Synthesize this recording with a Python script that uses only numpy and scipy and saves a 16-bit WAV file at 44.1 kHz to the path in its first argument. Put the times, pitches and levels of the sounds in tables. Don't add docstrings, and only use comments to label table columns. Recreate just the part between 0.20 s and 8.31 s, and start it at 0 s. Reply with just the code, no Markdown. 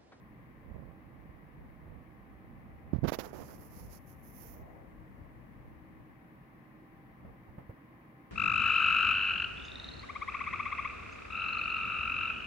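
import sys
import numpy as np
from scipy import signal
from scipy.fft import rfft, irfft, next_fast_len
from scipy.io import wavfile

SR = 44100
rng = np.random.default_rng(int(sys.argv[2]) if len(sys.argv) > 2 else 0)


def wav_out(sig):
    wavfile.write(sys.argv[1], SR, np.round(np.clip(np.atleast_2d(sig).T, -1, 1) * 32767).astype(np.int16))


N = 357651
T = np.arange(N) / SR


def undb(db):
    return np.exp(np.asarray(db) * np.log(10) / 20)


def unit(x):
    return x / np.sqrt(np.mean(x ** 2))


def add(out, at, sound):
    first = int(at * SR)
    out[first:first + len(sound)] += sound[:N - first]


def ramp(start, length):
    return np.clip((T - start) / length, 0, 1)


def curve(rows, column):
    rows = np.array(rows)
    return np.interp(T, rows[:, 0], rows[:, column])


def colour(x, rows, column=1, tilt=0):
    rows, size = np.array(rows), next_fast_len(len(x), real=True)
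    octaves = np.log2(rows[:, 0] / 1000)
    grid_hz = np.geomspace(10, SR / 2, 400)
    gain = undb(np.interp(np.log2(grid_hz / 1000), octaves, rows[:, column] + tilt * octaves))
    response = np.interp(np.fft.rfftfreq(size, 1 / SR), grid_hz, gain)
    return irfft(rfft(x, size) * response, size)[:len(x)]


def noise(size=N):
    return rng.standard_normal(size)


def wander(rate):
    return 1.198 * np.interp(T * rate, np.arange(SR // 10), noise(SR // 10))


def friction(rate, spread_db, size=N):
    slips = rng.random(size) < rate / SR
    return slips * noise(size) * undb(spread_db * noise(size))


def stroke(length, peak=0.47):
    progress = np.linspace(0, 1, int(length * SR))
    skew = np.log(.5) / np.log(np.clip(peak, .05, .95))
    return 1.25 * np.abs(np.sin(np.pi * progress ** skew)) ** 1.55


def swell(start, length, peak=0.49, sharpness=1):
    out = np.zeros(N)
    add(out, start, stroke(length, peak) ** sharpness)
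    return out


def fan_tone(hz):
    phase = 2 * np.pi * np.cumsum(hz * (1 + 0.0085 * wander(22))) / SR
    return unit(np.sin(phase) * undb(3.2 * wander(7)))


# (frequency [Hz], left [dB per Hz], right [dB per Hz])
ROOM_AIR = [(25, -103, -103), (48, -88.5, -83), (87, -88, -90.5), (134, -79.5, -81.5), (243, -81.5, -82),
            (337, -82.5, -85), (372, -92.5, -92.5), (740, -94, -94.5), (1120, -95, -89), (1398, -105, -99),
            (1745, -94, -100), (2010, -92.5, -105), (3275, -114, -118), (6400, -140, -134)]
# (frequency [Hz], left [dB], right [dB])
FAN_TONES = [(125.6, -70, -67.5), (315.7, -76.5, -67.5), (782.5, -76.5, -74.5), (898, -93, -87.5),
             (1044, -81, -77), (2330, -94, -100)]
# (frequency [Hz], level [dB per Hz])
MIC_HISS = [(1000, -121), (4500, -123.5), (7800, -131), (9500, -126.5), (11500, -120), (15500, -121)]


def room():
    hz, share = np.transpose([(60, .77), (130, .99), (300, .79), (640, .75), (1400, .091), (3000, .043)])
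    common = colour(noise(), np.c_[hz, 10 * np.log10(share)])
    tones, out = [fan_tone(row[0]) for row in FAN_TONES], []
    for side, lag in ((1, 11), (2, 0)):
        air = np.roll(common, lag) + colour(noise(), np.c_[hz, 10 * np.log10(1 - share)])
        wash = colour(air, ROOM_AIR, column=side) + colour(noise(), MIC_HISS)
        hum = sum(tone * undb(row[side]) for tone, row in zip(tones, FAN_TONES))
        out.append(wash * np.sqrt(SR / 2) + hum)
    return np.array(out)


# (frequency [Hz], gain [dB])
SWAY_SPECTRUM = [(24, -39), (36, 9.5), (44, 12), (56, -4), (120, -46)]


def sway(db):
    motion = swell(start=3.87, length=1.94, peak=0.38, sharpness=0.25)
    return unit(colour(noise(), SWAY_SPECTRUM)) * motion * undb(db)


# (time [s], length [s], left [dB], right [dB])
PALM_SLIDES = [(4.26, 0.54, -57, -61), (4.9, 0.33, -67, -74), (7.018, 0.18, -62.5, -70)]
# (frequency [Hz], gain [dB])
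PALM_SPECTRUM = [(150, -13), (400, 5.5), (700, 5), (1100, -7.5), (2200, -20), (4000, -49)]


def palm(side):
    out = np.zeros(N)
    for row in PALM_SLIDES:
        speed = stroke(row[1])
        rub = unit(colour(friction(rate=4000, spread_db=0.5, size=SR), PALM_SPECTRUM))
        add(out, row[0], rub[:len(speed)] * speed * undb(row[side + 1]))
    return out


# (time [s], left [dB], right [dB])
GRIP_LEVELS = [(0, -60, -58.5), (0.9, -69, -51.5), (2.0, -62, -56.5), (2.6, -53.5, -50.5),
               (3.35, -52.5, -56), (4.0, -52.5, -61), (5.3, -53, -60.5), (5.85, -56.5, -62),
               (6.05, -66.5, -71), (7.2, -61, -67), (7.7, -76, -75)]
# (time [s], length [s], left [dB], right [dB])
GRIP_SQUEEZES = [(0.4, 0.37, -58, -45), (0.95, 0.23, -58, -56), (1.333, 0.21, -52.5, -53.5),
                 (1.602, 0.22, -56, -47.5), (3.526, 0.24, -54, -51), (4.25, 0.24, -57, -49),
                 (5.385, 0.23, -67, -55.5), (6.28, 0.17, -69, -65), (7.0, 0.13, -55, -52),
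                 (7.234, 0.34, -58, -60)]
# (frequency [Hz], gain [dB])
CASE_SPECTRUM = [(22, -36), (42, 5), (70, 4), (130, -1.5), (220, -3), (320, -17), (500, -12.5),
                 (1000, -24.5), (2500, -68)]


def grip(side):
    hold = undb(curve(GRIP_LEVELS, side))
    squeezes = [swell(row[0], row[1], sharpness=0.59) * undb(row[side + 1]) for row in GRIP_SQUEEZES]
    power = hold ** 2 + sum(squeeze ** 2 for squeeze in squeezes)
    return unit(colour(friction(rate=1100, spread_db=1.5), CASE_SPECTRUM)) * np.sqrt(power)


# (time [s], left [dB], right [dB], thud [Hz], relative rattle [dB])
CASE_KNOCKS = [(0.511, -61, -32, 81, -28), (3.609, -50, -35, 85, -27), (4.979, -49, -58, 480, -4),
               (5.0134, -37.5, -46, 81, -24), (5.476, -40, -61, 122, -27), (7.0476, -38, -38.5, 169, -14.5),
               (7.288, -47, -40, 91, -18), (7.3808, -37, -34.5, 148, -11), (7.4934, -34.5, -31.5, 110, -14)]
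# (frequency [Hz], gain [dB])
RATTLE_SPECTRUM = [(100, -5), (550, 3), (1000, -6), (2000, -16), (4000, -43), (8000, -47), (12000, -35)]


def knocks():
    out, age = np.zeros((2, N)), T[:SR // 10]
    rattle_envelope = (1 - np.exp(-age / 0.0019)) * np.exp(-age / 0.017)
    for at, left_db, right_db, hz, rattle_db in CASE_KNOCKS:
        thud = -np.sin(2 * np.pi * hz * age) * np.exp(-(age * hz / 1.09) ** 2)
        for channel, db in zip(out, (left_db, right_db)):
            rattle = unit(colour(noise(len(age)), RATTLE_SPECTRUM)) * rattle_envelope
            add(channel, at, undb(db) * (0.86 * thud + undb(rattle_db) * rattle))
    return out


# (frequency [Hz], gain [dB])
UPPER_COVERED = [(7500, -44), (9000, -14.5), (10300, -2), (12600, -0.5), (14500, -3.5), (16000, -12)]
# (frequency [Hz], gain [dB])
UPPER_OPEN = [(7500, -50), (9000, -24), (10500, -10), (12500, -3.5), (14000, 0), (16000, -5)]


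def upper_resonance(grain):
    uncovered = ramp(start=4.06, length=0.36)
    covered = unit(colour(grain, UPPER_COVERED))
    return (1 - uncovered) * covered + uncovered * unit(colour(grain, UPPER_OPEN))


# (frequency [Hz], gain [dB])
LOWER_DAMPED = [(2500, -8.5), (3600, -17.5), (4600, -5.5), (5400, -2.5), (6800, -4.5), (8200, -15),
                (10000, -33)]


def lower_resonance(grain):
    damped = unit(colour(grain, LOWER_DAMPED))
    ringing = unit(colour(damped, [(3200, 0), (4800, -7.5), (6100, 1), (8000, -5)]))
    lifted = ramp(start=3.78, length=0.1)
    return (1 - lifted) * damped + lifted * ringing


# (frequency [Hz], gain [dB])
DRAG_SPECTRUM = [(60, -26), (200, 6), (450, 3.5), (900, -1), (1400, -7.5), (2200, -17.5), (3500, -26),
                 (7000, -53)]


def skin_drag(ease_from_s=3.13, ease_s=0.42, pressed_db=17, light_db=-8):
    pressure = np.exp(-np.maximum(T - ease_from_s, 0) / ease_s)
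    drag_db = pressure * pressed_db + (1 - pressure) * light_db
    drag = unit(colour(friction(rate=2900, spread_db=-0.5), DRAG_SPECTRUM))
    return drag * undb(drag_db + 0.93 * wander(70))


# (time [s], length [s], level [dB], relative lower resonance [dB], peak position [0-1])
RIM_GLIDES = [(2.81, 0.22, -70, -0.5, 0.53), (3.008, 0.12, -61.5, 0.5, 0.27),
              (3.127, 0.28, -60.5, -2, 0.21), (3.232, 0.15, -60.5, -4, 0.62),
              (3.372, 0.14, -59.5, -9, 0.43), (3.495, 0.22, -58, -6, 0.38), (3.673, 0.12, -56.5, -4, 0.62),
              (3.858, 0.1, -63, -7.5, 0.45), (4.019, 0.14, -59.5, -11, 0.41),
              (4.119, 0.26, -52.5, -11, 0.44), (4.25, 0.19, -59.5, -11, 0.35)]


def glide():
    strokes = [(swell(at, length, peak, sharpness=0.58) * undb(db), lower_db)
               for at, length, db, lower_db, peak in RIM_GLIDES]
    graze = swell(start=2.9, length=1.7, sharpness=0.27) * undb(-71.5)
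    strokes.append((graze, -12))
    level = np.sqrt(sum(speed ** 2 for speed, _ in strokes))
    lower_level = np.sqrt(sum((speed * undb(lower_db)) ** 2 for speed, lower_db in strokes))
    drag = skin_drag()
    grain = friction(rate=17000, spread_db=2) * undb(0.8 * wander(90))
    return (drag + upper_resonance(grain)) * level + lower_resonance(grain) * lower_level


PUSH_LEAD_S = .02


def push(contact_ms, leak_hz, edge):
    pad_time = (T[:SR // 10] - PUSH_LEAD_S) * 1000 / contact_ms
    rim_time = 1.76 * (pad_time + 1)
    pressure = pad_time * np.exp(-pad_time ** 2 / 2) + edge * rim_time * np.exp(-rim_time ** 2 / 2)
    wave = signal.sosfilt(signal.butter(2, leak_hz, "high", fs=SR, output="sos"), pressure)
    return wave / np.abs(wave).max()


def judder(start, gap_s, quicken, peak_db, fade_db, contact_ms, count):
    out, at = np.zeros(N), start
    for k in range(count):
        slip = push(contact_ms * quicken ** k, leak_hz=30, edge=0.63)
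        add(out, at - PUSH_LEAD_S, slip * undb(peak_db - fade_db * abs(k - 1.3)))
        at += gap_s * quicken ** k
    return out


# (time [s], peak level [dB], contact time [ms])
PORT_BUMPS = [(2.7354, -13, 0.91), (2.7476, -20.5, 1.75), (2.7623, -19.5, 1.3), (2.788, -22.5, 1.53),
              (2.826, -26, 1.8), (2.8732, -28, 1.5), (2.8814, -24, 1.74), (2.9225, -17.5, 0.37),
              (2.9891, -19, 0.42), (3.1323, -29, 0.37)]
# (time [s], length [s], level [dB], brightness [dB per octave], peak position [0-1])
PORT_SCRAPES = [(2.7285, 0.086, -38.5, -5.5, 0.16), (2.835, 0.039, -26.5, -5, 0.37),
                (2.868, 0.042, -30, -0.45, 0.49), (2.916, 0.051, -34.5, 0.9, 0.41),
                (2.986, 0.046, -36.5, 0.7, 0.22), (3.009, 0.064, -51.5, 3, 0.72),
                (3.054, 0.006, -44, 1.5, 0.46), (3.13, 0.16, -45.5, -4, 0.22), (3.179, 0.0027, -51, 7, .4)]
# (frequency [Hz], gain [dB])
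SKIN_SPECTRUM = [(80, -1), (300, 2), (550, 2), (1100, -3), (2200, -11), (4000, -15.5), (5800, -17),
                 (7200, -24.5), (8500, -38), (10500, -24.5), (12500, -19.5), (15500, -23)]


def fingertip():
    out = judder(start=2.8345, gap_s=0.0074, quicken=.84, peak_db=-14.5, fade_db=2.5,
                 contact_ms=1.0, count=6)
    for at, db, contact_ms in PORT_BUMPS:
        add(out, at - PUSH_LEAD_S, undb(db) * push(contact_ms, leak_hz=38, edge=0.32))
    for at, length, db, brightness, peak in PORT_SCRAPES:
        speed = stroke(length, peak)
        grit = colour(friction(rate=12000, spread_db=1.5, size=SR // 2), SKIN_SPECTRUM, tilt=brightness)
        add(out, at, unit(grit[:len(speed)]) * speed * undb(db))
    return out


def scene():
    out = room()
    for channel, side, sway_db in zip(out, (1, 2), (-62, -64)):
        channel += grip(side) + sway(sway_db) + palm(side)
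    out += knocks()
    out[1] += fingertip() + glide()
    return out


def record(dry, low_cut_hz=24, top_hz=15850):
    dry = signal.sosfilt(signal.butter(2, low_cut_hz, "high", fs=SR, output="sos"), dry)
    return signal.sosfilt(signal.ellip(10, .2, 70, top_hz, fs=SR, output="sos"), dry)


dry = scene()
out = record(dry)
wav_out(out)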